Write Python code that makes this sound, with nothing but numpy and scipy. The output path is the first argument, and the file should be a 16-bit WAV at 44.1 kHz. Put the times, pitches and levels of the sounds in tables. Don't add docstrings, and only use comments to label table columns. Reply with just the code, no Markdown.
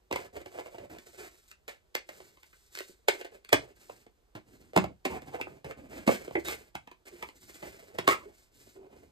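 import sys
import numpy as np
from scipy import signal
from scipy.fft import rfft, irfft, next_fast_len
from scipy.io import wavfile
from scipy.ndimage import uniform_filter1d

SR = 44100
rng = np.random.default_rng(int(sys.argv[2]) if len(sys.argv) > 2 else 0)


def digitize_waveform(pressure):
    field = np.atleast_2d(pressure).T
    bounded = np.clip(field, -1, 1)
    quanta = np.round(bounded * 32767).astype(np.int16)
    wavfile.write(sys.argv[1], SR, quanta)


N = 401751
TIME = np.arange(N) / SR

# t/s, hollow body level/dB, thud level/dB and crack level/dB relative to
# the first level column, struck panel f/Hz, crush decay/ms
KNOCK_EVENTS = [(0.112, -30, -7, -19, 430, 3.5), (0.126, -30, -7, -9, 466, 5.7),
                (0.159, -25, -23, -16.5, 830, 3.7), (0.374, -37, -9, -27, 406, 4.9),
                (0.46, -41, -8.5, -15, 410, 2.2), (0.593, -38.5, -19, -16, 450, 8),
                (0.66, -42.5, -13, -18, 625, 1.2), (0.745, -41.5, -9, -27, 640, 10),
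                (0.783, -41, -27, -17.5, 390, 5.4), (0.949, -48, -16, -18, 375, 2.4),
                (0.985, -55, 4, 1, 550, 3.3), (1.514, -60, -13, 7, 2030, 2.5),
                (1.68, -41.5, -17, -3, 540, 28.4), (1.952, -33, -12, 0.5, 490, 0.99),
                (2.09, -42, -21, -8.5, 630, 5.1), (2.203, -47.5, -32, -16, 420, 2.8),
                (2.372, -56, -7.5, -15, 1030, 3), (2.432, -60, -9, 1.5, 750, 0.88),
                (2.53, -58, -17, -11.5, 1510, 5.5), (2.752, -54.5, -8, 11, 375, 0.89),
                (2.7736, -46, -31, -1, 390, 1.9), (2.7885, -48, -24, 7, 402, 1.5),
                (2.805, -38, -30, -10, 395, 1.8), (3.084, -18, -20.5, -8, 436, 5.1),
                (3.212, -41, -27, -9, 495, 3.5), (3.247, -41, -37, -10, 504, 12),
                (3.448, -60.5, -7, 5, 427, 1.4), (3.491, -51.5, -10, 2, 810, 2.1),
                (3.529, -15, -11, -8, 580, 2.8), (3.543, -22.5, -3.5, -20, 275, 2.7),
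                (3.897, -37.5, -16.5, -26.5, 663, 2.7), (4.065, -52, -4.5, -17, 436, 3.2),
                (4.352, -36.5, -2, -17, 309, 15), (4.734, -39, -13.5, -18, 477, 69),
                (4.763, -15.5, -5, -16.5, 653, 3.9), (4.775, -15.5, -18, -17.5, 187, 4.3),
                (4.841, -25.5, -9.5, -24.5, 332, 2.6), (5.052, -26, -6, -10, 610, 9),
                (5.062, -30.5, -29, -38, 234, 2.23), (5.22, -47, -25, -13.5, 284, 1.4),
                (5.401, -40, -12.5, -58, 545, 1.4), (5.412, -36.5, 1, -5.5, 2770, 1.8),
                (5.418, -45, -7, -24, 1550, 1.2), (5.47, -38, -24, -49, 343, 3.5),
                (5.645, -33.5, -5, -20, 362, 8), (5.71, -41, -10.5, -13, 1400, 3.23),
                (6.076, -15.5, -7.5, -18.5, 218, 6.3), (6.091, -17, -15, -48, 588, 3.7),
                (6.279, -36.5, -9, -25, 483, 1.8), (6.309, -39.5, -6, -25, 425, 4),
                (6.355, -31, -6.5, -23, 603, 2.6), (6.485, -30, -11, -10.5, 371, 1.1),
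                (6.753, -34.5, -5.5, -11, 353, 1.4), (6.874, -43.5, -12, -17, 950, 3),
                (6.914, -44.5, -15, -16.5, 1010, 4.7), (7.226, -31.5, -16, -14.5, 920, 2.6),
                (7.288, -45.5, -13, -11.5, 910, 1.7), (7.627, -34.5, -7.5, -19.5, 324, 14),
                (7.986, -27, -4.5, -11, 436, 3.6), (8.077, -11.5, -17, -16, 1134, 2),
                (8.087, -23, -23, -9, 410, 4.3), (8.669, -51.5, -3.5, -25, 393, 6.5),
                (8.928, -51.5, -2.5, -21.5, 422, 16)]
# f/Hz, width/Hz, relative level/dB
BOX_MODES = [(72.4, 18, -1), (128, 78, -6.5), (373, 15, 9.5), (498, 180, 8.5), (610, 140, 4),
             (1070, 97, -11.5), (1566, 510, 6), (2067, 290, 5.5)]
# f/Hz, relative level/dB
FIBRE_SPECTRUM = [(1500, 20), (3000, 2), (4700, 4), (6200, 0), (8000, 1), (10000, -4), (12500, -8),
                  (14500, -2.5), (16000, -18)]
# f/Hz, relative level/dB
AIR_SPECTRUM = [(20, -15.5), (48, 2), (120, -14), (400, -22.5), (900, -22.5), (8000, -34), (15500, -39)]
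# f/Hz, t60/s
ROOM_DECAY = [(100, 0.28), (1200, 0.16), (7000, 0.21), (15000, 0.073)]
# f/Hz, level/dB
ROOM_LEVEL = [(100, 0.5), (400, -12), (1200, -3), (2500, -2.5), (6000, -6), (15000, -9)]
# f/Hz, correlation/1
DIFFUSE_CORRELATION = [(100, .55), (2000, .45), (5000, .6), (8500, .9)]
# f/Hz, phase lead of left/rad, left minus right level/dB
PORT_DIFFERENCES = [(40, 0, -1.5), (340, -.5, -2), (600, -2.1, -3.5), (1100, -1.3, -1.5),
                    (2300, -2.9, -1.5), (4200, -6.2, 0), (5500, -8.2, 0), (7700, -6.4, -.5),
                    (8500, -6.1, 0), (10400, -3.1, 0), (12200, -.2, 0), (13600, .2, 0), (15000, 3, 0)]
# lower f/Hz, upper f/Hz
REGISTER_EDGES = [(55, 280), (280, 1000), (1000, 3000), (3000, 17000)]
# t/s, level/dB, mean f/Hz, length/ms
JUDDER_EVENTS = [(2.895, -47, 387, 18.5), (5.413, -30, 2680, 5.6), (6.353, -24.5, 2132, 12.4),
                 (6.354, -27, 372, 17.5), (6.366, -31, 585, 27), (6.374, -29, 357, 24),
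                 (6.456, -44, 3770, 37), (7.124, -50, 353, 56), (8.256, -46.5, 408, 40),
                 (8.752, -49.5, 382, 137)]
# start t/s, length/s, drone level/dB,
# rumble level/dB and hiss level/dB relative to the drone
STROKE_EVENTS = [(0.13, 0.16, -46.5, -14, -10.5), (0.327, 0.11, -45.5, -12, -14.5),
                 (.42, 0.49, -54, -17, -11), (0.55, 0.067, -41.5, -19, -16), (0.796, 0.08, -50.5, -3, -19),
                 (0.895, 0.086, -47.5, -8.5, -13.5), (0.97, 0.44, -60.5, -12, -1.5),
                 (1.176, 0.12, -49, -13.5, -5.5), (1.28, 0.28, -82.5, -15, 14),
                 (1.476, 0.047, -69, -27, 8.5), (2.06, 0.31, -62.5, -7.5, 0), (2.314, 0.77, -90, -18, 20.5),
                 (2.719, 0.15, -67, -29, 12), (2.833, 0.12, -71, -27, 11), (3.088, 0.16, -48, -28, -8.5),
                 (3.309, 0.097, -55.5, -14.5, -11.5), (3.56, 0.19, -55, -10, -14.5),
                 (3.75, 0.33, -65.5, -2.5, 1.5), (4.455, 0.3, -65, 4.5, -5), (4.77, 0.07, -47, -8, -16.5),
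                 (4.814, 0.12, -65, 18.5, -31), (5.055, 0.13, -43, -2.5, -14.5),
                 (5.123, 0.077, -39, -5.5, -19), (5.21, 0.22, -52.5, -1, -12),
                 (5.323, 0.099, -38.5, -22, -24), (5.428, 0.2, -56, -1.5, -15),
                 (5.651, 0.087, -44.5, -10, -17), (5.762, 0.14, -52.5, -2.5, -17.5),
                 (5.887, 0.19, -46, -8, -12), (6.064, 0.13, -38, -30, -5.5), (6.17, 0.15, -52, -6, -7),
                 (6.276, 0.43, -59, -0.5, -3), (6.446, 0.12, -41.5, -16.5, -1.5),
                 (6.512, 0.2, -60, -18, -6.5), (7.053, 0.045, -51, -15, -4),
                 (7.098, 0.26, -56.5, -10, -6.5), (7.347, 0.22, -69.5, 5, 8), (7.478, 0.16, -57, -9, 0.5),
                 (7.617, 0.13, -49.5, -6.5, -6.5), (7.68, 0.27, -56.5, -9.5, -6.5),
                 (7.895, 0.46, -51, -8.5, -14), (8.075, 0.086, -27.5, -26, -13.5),
                 (8.313, 0.19, -73, -3, 5.5), (8.516, 0.29, -71, 3.5, 7.5), (8.748, 0.22, -57, -14, -25.5),
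                 (8.903, 0.22, -61, -0.5, -11.5)]
# rumble level/dB, drone level/dB, hiss level/dB
REST_LEVELS = (-88.5, -77.5, -100)
# t/s, central f/Hz of that panel
GRIP_SHIFTS = [(0, 426), (.545, 590), (.89, 401), (5.05, 710), (5.42, 432), (5.745, 251), (6.07, 409),
               (8.08, 1104), (8.235, 400)]

STIFF_HZ, STIFF_DB_PER_OCTAVE = 604, 5
FLAP_DB, FLAP_FOLLOWS = 5, 0.74
BEND_DB, FIRM_DB, BEND_GROWS = -48.5, -49, 1.177
STROKE_SKEW, STROKE_POINT = 0.68, 0.82
WANDER_OCTAVES, WANDER_PER_S = 0.2, 55
WHISPER_HZ = 6500
AIR_DB = -71
CUTOFF_HZ = 15500
REGISTERS = [signal.butter(3, edges, "band", fs=SR, output="sos") for edges in REGISTER_EDGES]


def knocks(click=0.46, rise_ms=0.55, swell_db=-16, swell_ms=2.7, panel_db=-4, panel_q=7.3,
           hand_damping_hz=20, body_db=-2, skirt_db=-10, low_cut_hz=150, blow_ms=6):
    lead = SR // 100
    ms = np.arange(-lead, SR // 5) / SR * 1000
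    after = np.maximum(ms, 0)
    swell = from_db(swell_db) * np.exp(-np.abs(ms) / swell_ms)
    light_box = signal.butter(2, low_cut_hz, "high", fs=SR, output="sos")
    out = np.zeros(N + len(ms))
    noises = rng.standard_normal((len(KNOCK_EVENTS), len(ms)))
    for (s, db, thud, crack, panel_hz, crush_ms), noise in zip(KNOCK_EVENTS, noises):
        crush_envelope = (1 - np.exp(-after / rise_ms)) * np.exp(-after / max(crush_ms, .5))
        crush = noise * np.abs(noise) * (swell + crush_envelope)
        force = crush / np.linalg.norm(crush)
        force[lead] += click
        force = signal.sosfilt(light_box, force)

        ring = resonate(force, panel_hz, panel_hz / panel_q + hand_damping_hz)
        ring = resonate(ring, panel_hz, panel_hz)
        parts = [ring] + box(force, skirt_db)
        body = body_db - kept_db(panel_hz)
        levels = [panel_db, thud, body, FLAP_DB + FLAP_FOLLOWS * crack, crack]
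        blow = sum(from_db(db + rel) * part / np.linalg.norm(part) for part, rel in zip(parts, levels))
        start = round(s * SR) - lead
        out[start:start + len(ms)] += blow * np.sqrt(blow_ms * SR / 1000)
    return out[:N]


def box(force, skirt_db):
    panels = from_db(skirt_db) * force
    for hz, width_hz, db in BOX_MODES:
        panels = panels + from_db(db) * resonate(force, hz, width_hz)
    fibres = colour(force, lambda hz: from_db(at_hz(FIBRE_SPECTRUM, hz)))
    return [signal.sosfilt(sos, part) for sos, part in zip(REGISTERS, [panels, panels, panels, fibres])]


def kept_db(panel_hz):
    return STIFF_DB_PER_OCTAVE * np.maximum(np.log2(panel_hz / STIFF_HZ), 0)


def rubbing(slips_per_s=480, slip_db=4, smooth=0.17, grit_per_s=4500, grit_db=2.5, grit=1.1,
            shake_db=5, shake_rate=60, hiss_shake_db=3.5, panel_db=-4, panel_q=4, body_db=-2,
            body_share=0.52, rasp_db=-4, rasp_follows=0.045, whisper_db=-2, skirt_db=-14):
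    rumble, drone, hiss, panel_hz = stroke_controls()
    shake = drift(shake_rate)
    force = catches(slips_per_s, slip_db) + smooth * rng.standard_normal(N)
    force = force * from_db(shake_db * shake)

    wandering_hz = panel_hz * 2 ** (WANDER_OCTAVES * drift(WANDER_PER_S))
    panel = glide(glide(force, wandering_hz, panel_q), wandering_hz, panel_q)
    _, body, flaps, _ = box(force, skirt_db)
    fine_grit = grit * rms_one(catches(grit_per_s, grit_db)) * from_db(hiss_shake_db * shake)
    thud, *_, fibres = box(force + fine_grit, skirt_db)
    rasp, whisper = [signal.sosfilt(signal.butter(3, WHISPER_HZ, kind, fs=SR, output="sos"), fibres)
                     for kind in ("low", "high")]

    bending = hiss + body_share * (drone - hiss)
    flap_level = BEND_DB + BEND_GROWS * (bending - FIRM_DB)
    rasp_level = hiss + rasp_db + rasp_follows * (drone - hiss)
    body_level = drone + body_db - kept_db(panel_hz)
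    levels = [rumble, drone + panel_db, body_level, flap_level, rasp_level, hiss + whisper_db]

    def even(part):
        return part / np.sqrt(uniform_filter1d(part ** 2, size=SR // 12) + 1e-12)

    parts = [thud, panel, body, flaps, rasp, whisper]
    return sum(from_db(level) * even(part) for level, part in zip(levels, parts))


def stroke_controls():
    power = from_db(REST_LEVELS)[:, None] ** 2 * np.ones(N)
    for s, length_s, db, rumble, hiss in STROKE_EVENTS:
        span = slice(*np.searchsorted(TIME, [s, s + length_s]))
        along = np.clip((TIME[span] - s) / length_s, 0, 1)
        speed = np.abs(np.sin(np.pi * along ** STROKE_SKEW)) ** STROKE_POINT
        power[:, span] += (from_db([[db + rumble], [db], [db + hiss]]) * speed) ** 2
    shifts, panel_hz = np.transpose(GRIP_SHIFTS)
    return *(10 * np.log10(power)), panel_hz[np.searchsorted(shifts[1:], TIME)]


def catches(per_s, spread_db):
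    sizes = from_db(spread_db * np.minimum(rng.exponential(1, N), 3.5))
    signed = sizes * rng.choice([-1, 1], N)
    return signed * (rng.random(N) < per_s / SR)


def glide(x, hz, q, size=256):
    out, state = np.zeros(N), np.zeros(1, complex)
    for i in range(0, N, size):
        pole = np.exp((2j - 1 / q) * np.pi * hz[i] / SR)
        ring, state = signal.lfilter([1 - abs(pole)], [1, -pole], x[i:i + size], zi=state)
        out[i:i + size] = 2 * ring.real
    return out


def judders(rough=2.15, rough_per_s=900, uneven=0.33):
    out = np.zeros(N)
    seconds = np.arange(SR // 5) / SR
    chances = rng.standard_normal((len(JUDDER_EVENTS), 400))
    for (s, db, hz, length_ms), chance in zip(JUDDER_EVENTS, chances):
        along = seconds * 1000 / length_ms
        envelope = np.clip(along * 10, 0, 1) * np.sqrt(np.clip(2 - 2 * along, 0, None))
        index = np.arange(len(chance))
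        pitch = hz + rough * np.sqrt(hz) * np.interp(seconds * rough_per_s, index, chance)
        cycles = np.cumsum(pitch) / SR
        slips = 1 + uneven * np.interp(cycles, index, chance[::-1])
        slips = slips / np.hypot(1, uneven)
        start = round(s * SR)
        out[start:start + len(seconds)] += from_db(db) * envelope * slips * np.sin(2 * np.pi * cycles)
    return out


def room(x, first_echo_s=0.0053, early_db=5, early_s=0.0063, count=14):
    t = np.arange(2 ** 14) / SR
    onset = np.clip(t / first_echo_s - .5, 0, 1)
    shape = onset * (1 + from_db(early_db) * np.exp(-t / early_s))
    centres = np.geomspace(80, 15000, 9)
    decays = shape * from_db(-60 * t / at_hz(ROOM_DECAY, centres)[:, None])
    decays *= (from_db(at_hz(ROOM_LEVEL, centres)) / np.linalg.norm(decays, axis=1))[:, None]

    def bands(hz):
        return np.array([at_hz(np.c_[centres, share], hz) for share in np.eye(len(centres))])

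    out = np.zeros((2, N + len(t)))
    places = np.linspace(0, TIME[-1], count)
    for place, share in zip(places, np.eye(count)):
        response = np.sum(colour(diffuse_noise(len(t))[:, None], bands) * decays, axis=1)
        near = np.flatnonzero(np.abs(TIME - place) < places[1])
        sent = x[near] * np.sqrt(np.interp(TIME[near], places, share))
        echoes = signal.fftconvolve(sent[None], response, axes=1)
        out[:, near[0]:near[0] + echoes.shape[1]] += echoes
    return x + out[:, :N]


def room_air():
    air = rms_one(colour(diffuse_noise(N), lambda hz: from_db(at_hz(AIR_SPECTRUM, hz))))
    return from_db(AIR_DB) * air


def diffuse_noise(size):
    mid, side = rng.standard_normal((2, size))

    def alike(hz):
        return np.clip(at_hz(DIFFUSE_CORRELATION, hz), 0, 1)

    mid = colour(mid, lambda hz: np.sqrt((1 + alike(hz)) / 2))
    side = colour(side, lambda hz: np.sqrt((1 - alike(hz)) / 2))
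    return np.array([mid + side, mid - side])


def resonate(x, hz, width_hz):
    r = np.exp(-np.pi * width_hz / SR)
    zeros = np.array([1, 0, -1]) * (1 - r * r) / 2
    poles = [1, -2 * r * np.cos(2 * np.pi * hz / SR), r * r]
    return signal.lfilter(zeros, poles, x)


def colour(x, gain_at):
    size = next_fast_len(x.shape[-1] + 2048)
    spectrum = rfft(x, size) * gain_at(np.fft.rfftfreq(size, 1 / SR))
    return irfft(spectrum, size)[..., :x.shape[-1]]


def at_hz(points, hz, axis=1):
    table = np.array(points, float)
    return np.interp(np.log(np.maximum(hz, 1)), np.log(table[:, 0]), table[:, axis])


def drift(rate):
    targets = rng.standard_normal(4000)
    return np.interp(TIME * rate, np.arange(len(targets)), targets)


def from_db(db):
    return 10 ** (np.asarray(db) / 20)


def rms_one(x):
    return x / np.sqrt(np.mean(x ** 2) + 1e-30)


def scene():
    air = room_air()
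    return room(knocks() + rubbing() + judders()) + air


def record(dry, top=1.0):
    sides = np.array([[.5], [-.5]])

    def port_response(hz):
        phase = np.exp(1j * sides * at_hz(PORT_DIFFERENCES, hz))
        return phase * from_db(sides * at_hz(PORT_DIFFERENCES, hz, axis=2))

    pair = colour(dry, port_response)
    pair = pair / (1 + (pair / top) ** 6) ** (1 / 6)
    return signal.sosfiltfilt(signal.butter(16, CUTOFF_HZ, fs=SR, output="sos"), pair)


dry = scene()
out = record(dry)
digitize_waveform(out)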